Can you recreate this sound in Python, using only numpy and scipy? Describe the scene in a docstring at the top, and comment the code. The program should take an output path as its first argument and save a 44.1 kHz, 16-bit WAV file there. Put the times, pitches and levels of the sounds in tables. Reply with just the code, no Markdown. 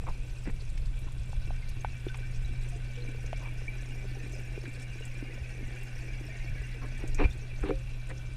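"""Water rumbles on a waterproof housing over a low pump hum and hiss, with trickle, fizz, gurgle and crackle.
The place is under the surface of a garden pond; the camera's one microphone drifts inside the housing.
Shaped noise makes the rumble and hiss, sines the hum and whine, random impulses through resonators the inflow.
Close by, damped sines make knocks, low glugs and bubble pings; noise bursts make ticks and rubs; a few blows
bump the case."""
import sys
import numpy as np
from scipy import signal
from scipy.fft import rfft, irfft
from scipy.io import wavfile
from scipy.ndimage import uniform_filter1d

SR = 44100
rng = np.random.default_rng(int(sys.argv[2]) if len(sys.argv) > 2 else 0)


def inscribe(sig):
    """Save sig as 16-bit PCM at rate SR to the path in sys.argv[1].

    A 1-D sig is mono; a 2-D sig holds one channel per row.
    Samples are clipped to [-1, 1] before scaling.
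    """
    pcm = np.round(np.clip(np.atleast_2d(sig).T, -1, 1) * 32767)
    wavfile.write(sys.argv[1], SR, pcm.astype(np.int16))


N = 368676

# The pump hum as the camera drifts. Each row: time in seconds, level in dB before flutter.
PUMP_LEVEL = [(0, -40), (0.75, -43), (1.1, -41), (2.3, -37), (3.9, -38.0), (5.0, -40.5), (6.6, -38.5),
              (8.36, -40)]
PUMP_HZ, PUMP_WANDER_HZ, PUMP_FLUTTER_DB = 122.47, 0.094, 0.47

# How hard moving water pushes on the case. Each row: time in seconds, push in dB.
WATER_PUSH = [(0, -29.5), (0.4, -33), (0.85, -25.5), (1.15, -33.5), (1.5, -30), (2.15, -35.5), (2.4, -29.5),
              (2.85, -34), (4.4, -35.5), (4.75, -39), (5.3, -36.5), (6.8, -34), (7.15, -29.5),
              (7.45, -35.5), (7.7, -31), (8.0, -35.5), (8.36, -39)]
# Colour of the rumble. Each row: frequency in Hz, level in dB.
RUMBLE_COLOUR = [(10, -4.5), (22, 8.5), (35, 4), (55, -3), (80, -10.5), (110, -11.5), (170, -21),
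                 (260, -48), (500, -77)]
# The case shoved through the water. Each row: middle in seconds, length in seconds, level in dB, pitch in Hz.
SHOVES = [(0.885, 0.18, -26, 38), (5.423, 0.037, -27, 60), (7.227, 0.29, -22, 23),
          (7.258, 0.027, -13, 51.7), (7.637, 0.069, -26.5, 44.5)]
EDDY_DB, EDDY_LUMPS_DB = -2, 1.63   # rumble relative to the push; spread of its random swing

# Inflow, stronger as the camera nears it; only differences count. Each row: time in seconds, strength in dB.
INFLOW_STRENGTH = [(0, -56.5), (0.8, -61), (1.8, -51.5), (3.0, -50.5), (5.0, -49.0), (6.2, -48.0),
                   (7.0, -49), (7.5, -50.5), (8.36, -56)]
# How hard the bubbles churn. Each row: time in seconds, churn in dB.
CHURN_STRENGTH = [(0, -54.5), (0.8, -57), (2.6, -53.5), (3.1, -51), (3.7, -51.5), (4.2, -48), (4.9, -51),
                  (7.0, -50.5), (8.36, -56.0)]
# Housing resonances. 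Each row: frequency in Hz, width in Hz, relative level in dB.
HOUSING_MODES = [(1517, 57, -2.5), (1809, 32, -5), (1793, 91, -15), (1900, 19, -11), (2330, 10.3, 7.5),
                 (2474, 29, -8.5), (2696, 60, -4), (3426, 174, -14), (3918, 43, -11)]
# Bubble splatter close to the inflow. Each row: frequency in Hz, level in dB.
SPLATTER_COLOUR = [(1480, -6.5), (1700, 3), (1850, 1), (2100, -0.5), (2350, 9.5), (2600, -3.5), (2820, 4)]
TRICKLE_DB, TRICKLE_FOLLOWS = -46.5, 1.42   # base level at the nearest point; dB per dB of inflow
SPLATTER_RANGE_DB = 10   # splatter is heard within this much of the nearest point
FAR_TILT_DB_PER_OCTAVE = 3.5   # the trickle thins with distance

# Bubble swarms. Each row: frequency in Hz, level in dB.
FIZZ_COLOUR = [(2500, 16.5), (3300, -26.5), (4400, -6), (5500, 2), (6500, -2.5), (7200, -8.5), (9000, -6),
               (10500, -26), (13000, -14), (15000, -31)]
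# The finest fizz. Each row: frequency in Hz, level in dB.
FINE_FIZZ_COLOUR = [(7200, -1), (7800, 1), (8700, -9), (10200, -7)]
FIZZ_DB, FIZZ_FOLLOWS = -58.5, 0.79   # base level at the strongest churn; dB per dB of churn
FINE_FIZZ_DB, FINE_FIZZ_FADE_DB_PER_S = -70.5, 1.3   # level at the start; fade as the camera drifts on

# Large bubbles. Each row: frequency in Hz, level in dB.
GURGLE_COLOUR = [(190, 0.5), (280, 1.5), (400, -2.5), (550, -5), (800, -10), (1200, -51)]
GURGLE_DB, GULP_DB, GULPS_PER_S = -5, -9, 14   # levels relative to the churn

# Surface crackle. Each row: band centre in Hz, relative level in dB.
CRACKLE_BANDS = [(4200, -1.5), (5800, -4.0), (8000, -2.0), (11000, -11.5)]

# Colour of the background hiss. Each row: frequency in Hz, level in dB.
HISS_COLOUR = [(94, -62), (160, -8), (205, 0), (305, -45), (349, -9.5), (438, -13), (885, -13.5),
               (1660, -16.5), (2660, -10.5), (2930, -18), (3340, -17.5), (9690, -31), (15000, -43)]
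# Faint electrical whine. Each row: frequency in Hz, rms level in dB.
WHINE_TONES = [(9450, -77.5), (9500, -81.5)]

# Knocks on the case and low glugs of big bubbles. Each row: start in seconds, peak in dB before housing ring,
# pitch in Hz.
KNOCKS_AND_GLUGS = [(0.039, -42.5, 720), (0.4735, -29.5, 289), (0.479, -29.5, 199), (1.066, -43, 290),
                    (1.3306, -38, 810), (1.506, -33.5, 725), (1.8472, -22, 834), (2.067, -26.5, 360),
                    (2.509, -40, 240), (2.76, -42, 356), (3.087, -38, 280), (3.33, -27.5, 673),
                    (4.053, -38, 380), (4.114, -41, 308), (4.170, -38.5, 407), (4.238, -38, 283),
                    (4.577, -31, 394), (4.678, -34.5, 287), (5.226, -30, 288), (5.298, -40, 390),
                    (5.628, -35.5, 260), (6.21, -37, 318), (7.0386, -29, 320)]
KNOCK_CYCLES, KNOCK_ATTACK_S, KNOCK_RING_DB = 11.4, 0.00035, 18.5   # cycles to fall 60 dB; onset; housing ring

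# Rubs on the case, levels before scaling by length. Each row: start in seconds, length in seconds,
# wall ringing in dB, rasp in dB, squeak in Hz.
RUBS = [(0.065, 0.047, -56, -43.5, 970), (0.451, 0.056, -51, -49, 1900), (1.068, 0.022, -68, -54.5, 1020),
        (3.396, 0.098, -73, -54.5, 1000), (6.812, 0.05, -52.5, -52, 1180), (6.992, 0.037, -55, -53, 2410),
        (7.032, 0.027, -56, -55, 730), (7.182, 0.079, -35.5, -38.5, 2330), (7.187, 0.041, -31, -38.5, 940),
        (7.627, 0.021, -37, -44, 1390), (7.647, 0.067, -36, -45.5, 3400), (7.700, 0.011, -29, -41, 1260),
        (8.093, 0.028, -47.5, -46.5, 1810)]
# Colour of the rasp. Each row: frequency in Hz, level in dB.
RASP_COLOUR = [(100, -8), (200, 0), (700, 0), (1200, -4), (1600, -7), (2400, -4), (2750, -7), (3100, -16),
               (4300, -18), (5000, -30), (12000, -48)]
# Low resonances of the case walls. Each row: frequency in Hz, width in Hz, relative level in dB.
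WALL_MODES = [(186, 200, -4.5), (297, 22, 10.5), (384, 21, 6.5), (446, 58, 5.5), (530, 10.6, 4.5),
              (718, 25, -5)]
SQUEAK_SHARE, SQUEAK_FALL_PER_OCTAVE = 0.66, 0.27   # at 1 kHz; higher squeaks stand out less

# Sharp ticks, some of them the click of a knock. Each row: start in seconds, peak in dB, centre in Hz.
TICKS = [(0.776, -40, 2290), (0.7767, -43, 5000), (.990, -47, 9400), (1.122, -44, 8000),
         (1.693, -42.5, 9900), (1.847, -37, 2210), (2.086, -38, 2500), (2.1443, -39.5, 900),
         (2.145, -35, 2320), (2.173, -43, 8000), (3.263, -40, 5740), (3.3299, -35.5, 2540),
         (4.323, -46, 7560), (4.655, -38.5, 1710), (5.053, -39.5, 7650), (5.831, -43, 10800),
         (7.077, -38.5, 7000), (7.1466, -30.5, 6400)]

# Single bubbles near the case. Each row: start in seconds, peak in dB, pitch in Hz.
BUBBLES = [(1.625, -47.5, 2120), (1.808, -46, 6400), (2.084, -45, 3530), (2.098, -43, 1520),
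           (2.229, -49, 1547), (2.447, -47, 3910), (2.722, -50, 697), (2.955, -51, 2970), (2.970, -46, 484),
           (3.022, -46.5, 4120), (3.0765, -40.5, 2326), (3.455, -43, 2330), (3.485, -42, 2330),
           (3.68, -31.5, 2320), (4.654, -47, 2340), (7.246, -28.5, 2394), (7.310, -46.5, 3560)]
BUBBLE_CYCLES = 170   # cycles to fall 60 dB

# The case bumps while it is rubbed. Each row: start in seconds, peak in dB, pitch in Hz.
BUMPS = [(7.1926, -26.5, 390), (7.633, -25, 420), (7.692, -23, 485), (7.704, -30, 330)]
BUMP_WIDTH_HZ = 220   # spread of a blow round its pitch

CUTOFF_HZ = 15250


def from_db(db):
    """Decibels to gain."""
    return 10 ** (np.asarray(db) / 20)


def rms_one(x):
    """Scale to unit rms."""
    return x / np.sqrt(np.mean(x ** 2) + 1e-20)


def in_time(rows):
    """Each column of a curve at every sample."""
    s, *columns = np.transpose(rows)
    return [np.interp(np.arange(N) / SR, s, column) for column in columns]


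def at_hz(points, hz):
    """Gain of a spectrum at given frequencies, interpolated along log frequency."""
    known_hz, db = np.transpose(points)
    return from_db(np.interp(np.log(hz + 1e-3), np.log(known_hz), db))


def drift(rate):
    """Slow random wander of rms 1; a higher rate in Hz wanders faster."""
    # made at one fortieth of the sample rate, then interpolated
    r = np.exp(-80 * np.pi * rate / SR)
    chance = rng.standard_normal(N // 40 + 2002)
    slow = signal.lfilter([1], [1, -2 * r, r * r], chance)[2000:]
    return np.interp(np.arange(N) / 40, np.arange(len(slow)), rms_one(slow))


def coloured(x, spectrum):
    """Give a sound a colour; rms 1."""
    gain = at_hz(spectrum, np.fft.rfftfreq(len(x), 1 / SR))
    return rms_one(irfft(rfft(x) * gain, len(x)))


def noise(spectrum):
    """Steady noise of a given colour, rms 1."""
    return coloured(rng.standard_normal(N), spectrum)


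def resonance(x, hz, width):
    """Two-pole band-pass with gain 1 on top."""
    r = np.exp(-np.pi * width / SR)
    w = 2 * np.pi * min(hz, .45 * SR) / SR
    return signal.lfilter(np.array([1, 0, -1]) * (1 - r * r) / 2, [1, -2 * r * np.cos(w), r * r], x + 1e-18)


def body(x, modes):
    """Resonances in parallel, with alternating sign."""
    return sum((-1) ** k * from_db(db) * resonance(x, hz, width) for k, (hz, width, db) in enumerate(modes))


def low_pass(x, hz, order=2):
    """Butterworth low-pass."""
    return signal.sosfilt(signal.butter(order, min(hz, .45 * SR), fs=SR, output="sos"), x)


def add(out, s, sound):
    """Mix a sound in at a time in seconds."""
    at = max(round(s * SR), 0)
    out[at:at + len(sound)] += sound[:max(N - at, 0)]


def grains(per_s, spread_db):
    """Random impulses of either sign, most small and a few large."""
    sizes = from_db(spread_db * np.minimum(rng.exponential(1, N), 5))
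    return (rng.random(N) < per_s / SR) * sizes * rng.choice([-1, 1], N)


def bubble_cloud(impulses, spectrum, q, count=36):
    """Each impulse rings one bubble size out of many; rms 1."""
    pitches = np.geomspace(spectrum[0][0], spectrum[-1][0], count)
    dealt = rng.integers(0, count, N)
    cloud = np.zeros(N)
    for k, hz in enumerate(pitches):
        cloud += at_hz(spectrum, hz) * resonance(impulses * (dealt == k), hz, hz / q)
    return rms_one(cloud)


def damped(hz, t60, attack_s):
    """A sine that swells quickly and dies away by 60 dB in t60 seconds; peak 1."""
    t = np.arange(SR // 4) / SR
    wave = np.sin(2 * np.pi * hz * t) * from_db(-60 * t / t60) * (1 - np.exp(-t / attack_s))
    return wave / np.abs(wave).max()


def pump():
    """One low motor tone, slightly unsteady in pitch and level."""
    hum_db, = in_time(PUMP_LEVEL)
    phase = 2 * np.pi * np.cumsum(PUMP_HZ + PUMP_WANDER_HZ * drift(1.2)) / SR
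    return from_db(hum_db + PUMP_FLUTTER_DB * drift(4.9)) * np.sin(phase)


def sway():
    """Pressure of the water moving round the case, low noise with a few strong shoves."""
    push_db, = in_time(WATER_PUSH)
    eddies = noise(RUMBLE_COLOUR)
    # even out the noise so that the push sets its level
    eddies = eddies / np.sqrt(uniform_filter1d(eddies ** 2, size=SR // 8))
    out = eddies * from_db(push_db + EDDY_DB + EDDY_LUMPS_DB * drift(6))
    for s, length, db, hz in SHOVES:
        t = np.linspace(-length / 2, length / 2, int(length * SR))
        add(out, s - length / 2, from_db(db) * np.hanning(len(t)) * np.sin(2 * np.pi * hz * t))
    return out


def inflow():
    """Water returning to the pond trickles, fizzes and gurgles."""
    inflow_db, = in_time(INFLOW_STRENGTH)
    churn_db, = in_time(CHURN_STRENGTH)
    return trickle(inflow_db - inflow_db.max()) + fizz(churn_db) + gurgle(churn_db)


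def trickle(near_db):
    """Falling water rings the housing, louder and fuller close to the inflow."""
    nearness = np.clip(1 + near_db / SPLATTER_RANGE_DB, 0, 1)
    drops = grains(per_s=1500, spread_db=3.5)
    ringing = np.zeros(N)
    for k, (hz, width, db) in enumerate(HOUSING_MODES):
        # each resonance swells by itself; far off, the high ones lead
        far_tilt_db = FAR_TILT_DB_PER_OCTAVE * (1 - nearness) * np.log2(hz / 2000)
        mode_gain = from_db(db + 1.85 * drift(6.7) + far_tilt_db)
        ringing += mode_gain * resonance((-1) ** k * drops, hz, width)
    ringing = rms_one(ringing)
    # close to the inflow, single bubble notes fill in between the resonances
    splatter = bubble_cloud(grains(per_s=1300, spread_db=4.5), SPLATTER_COLOUR, q=165, count=40)
    level = from_db(TRICKLE_DB + TRICKLE_FOLLOWS * near_db + 1.0 * drift(28))
    return level * (ringing * (1 - 0.72 * nearness) + 0.54 * nearness * splatter)


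def fizz(churn_db):
    """Tiny bubbles ring in swarms as the water churns, over a thin fizz of the very finest."""
    swarm = bubble_cloud(grains(per_s=3300, spread_db=3.5), FIZZ_COLOUR, q=127, count=80)
    fine = bubble_cloud(grains(per_s=590, spread_db=4.0), FINE_FIZZ_COLOUR, q=110, count=20)
    swarm_db = FIZZ_DB + FIZZ_FOLLOWS * (churn_db - churn_db.max()) + 2.2 * drift(15.5)
    fine_db = FINE_FIZZ_DB - FINE_FIZZ_FADE_DB_PER_S * np.arange(N) / SR
    return from_db(swarm_db) * swarm + from_db(fine_db) * fine


def gurgle(churn_db):
    """Large bubbles murmur, with short separate gulps at random moments."""
    murmur = bubble_cloud(grains(per_s=420, spread_db=2.5), GURGLE_COLOUR, q=26.6)
    gulps = bubble_cloud(grains(per_s=GULPS_PER_S, spread_db=1.6), GURGLE_COLOUR[1:4], q=8.4, count=12)
    return from_db(churn_db) * (from_db(GURGLE_DB) * murmur + from_db(GULP_DB) * gulps)


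def crackle():
    """Tiny bubbles burst at the surface, each a short noise spray in a band of its own."""
    out = np.zeros(N)
    fade = from_db(-60 / (0.062 * SR))   # each spray falls 60 dB in 62 ms
    for hz, db in CRACKLE_BANDS:
        bursts = signal.lfilter([1], [1, -fade], np.abs(grains(per_s=11, spread_db=0.5)) + 1e-18)
        spray = bursts * rng.standard_normal(N)
        band = resonance(resonance(spray, hz, 0.37 * hz), hz, 0.37 * hz)
        out += from_db(db) * rms_one(band)
    return from_db(-70.5) * out


def background():
    """An even hiss of coloured noise and the camera's thin whine of steady sines."""
    t = np.arange(N) / SR
    whine = sum(np.sqrt(2) * from_db(db) * np.sin(2 * np.pi * hz * t) for hz, db in WHINE_TONES)
    return from_db(-59.0) * noise(HISS_COLOUR) + whine


def knocks_and_glugs():
    """A short dull note for each knock or big bubble, shorter the higher it is, with the housing's ring."""
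    out = np.zeros(N)
    for s, db, hz in KNOCKS_AND_GLUGS:
        add(out, s, from_db(db) * damped(hz, KNOCK_CYCLES / hz, attack_s=KNOCK_ATTACK_S))
    return out + from_db(KNOCK_RING_DB) * body(out, HOUSING_MODES)


def rubs():
    """Dense slips rasp on the case and set its walls ringing on after the touch."""
    out, t = np.zeros(N), np.arange(SR // 4) / SR
    for s, length, walls_db, rasp_db, hz in RUBS:
        # pressure rises and falls over the touch
        pressure = np.sqrt(np.clip(4 * t / length * (1 - t / length), 0, 1))
        slips = rng.standard_normal(len(t)) * (rng.random(len(t)) < 2200 / SR)
        rasp = rms_one(pressure * coloured(slips, RASP_COLOUR))
        # part of the slipping gathers round one pitch
        squeak = np.clip(SQUEAK_SHARE - SQUEAK_FALL_PER_OCTAVE * np.log2(hz / 1000), 0, 1)
        rasp = (1 - squeak) * rasp + squeak * rms_one(resonance(rasp, hz, hz / 4))
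        rasp = rms_one(rasp + 0.35 * body(rasp, HOUSING_MODES))
        walls = rms_one(body(pressure * slips, WALL_MODES))
        walls = low_pass(walls, 900)
        # the energy of a rub grows with its length
        touch = from_db(walls_db) * walls + from_db(rasp_db) * rasp
        add(out, s, np.sqrt(length / t[-1]) * touch)
    return out


def ticks():
    """A sharp crack with a short scattered noise tail, narrowed to a band."""
    out, t = np.zeros(N), np.arange(SR // 20) / SR
    tail = from_db(-60 * t / .05)
    for s, db, hz in TICKS:
        crack = (t == 0) + 0.13 * rng.standard_normal(len(t)) * tail
        tick = resonance(resonance(crack, hz, hz / 2), hz, hz / 2)
        add(out, s, from_db(db) * tick / np.abs(tick).max())
    return out


def bubbles():
    """Single bubbles ring at the pitch of their size, swelling over about two cycles; large ones ring longer."""
    out = np.zeros(N)
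    for s, db, hz in BUBBLES:
        add(out, s, from_db(db) * damped(hz, BUBBLE_CYCLES / hz, attack_s=2 / hz))
    return out


def bumps():
    """A soft blow sets the wall resonances ringing, each with a random strength of its own."""
    out = np.zeros(N)
    for s, db, pitch in BUMPS:
        blow = resonance(signal.unit_impulse(SR // 4), pitch, BUMP_WIDTH_HZ)
        modes = [(hz, width, level + 1.5 * rng.standard_normal()) for hz, width, level in WALL_MODES]
        ring = body(blow, modes)
        add(out, s, from_db(db) * ring / np.abs(ring).max())
    return out


def scene():
    """Everything reaches one microphone inside the housing."""
    water = pump() + sway() + inflow() + crackle()
    close_by = knocks_and_glugs() + rubs() + ticks() + bubbles() + bumps()
    return (water + background() + close_by)[None]


def record(dry):
    """A steep elliptic low-pass removes the top above the cutoff."""
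    return signal.sosfilt(signal.ellip(10, .1, 80, CUTOFF_HZ, fs=SR, output="sos"), dry)


dry = scene()
out = record(dry)
inscribe(out)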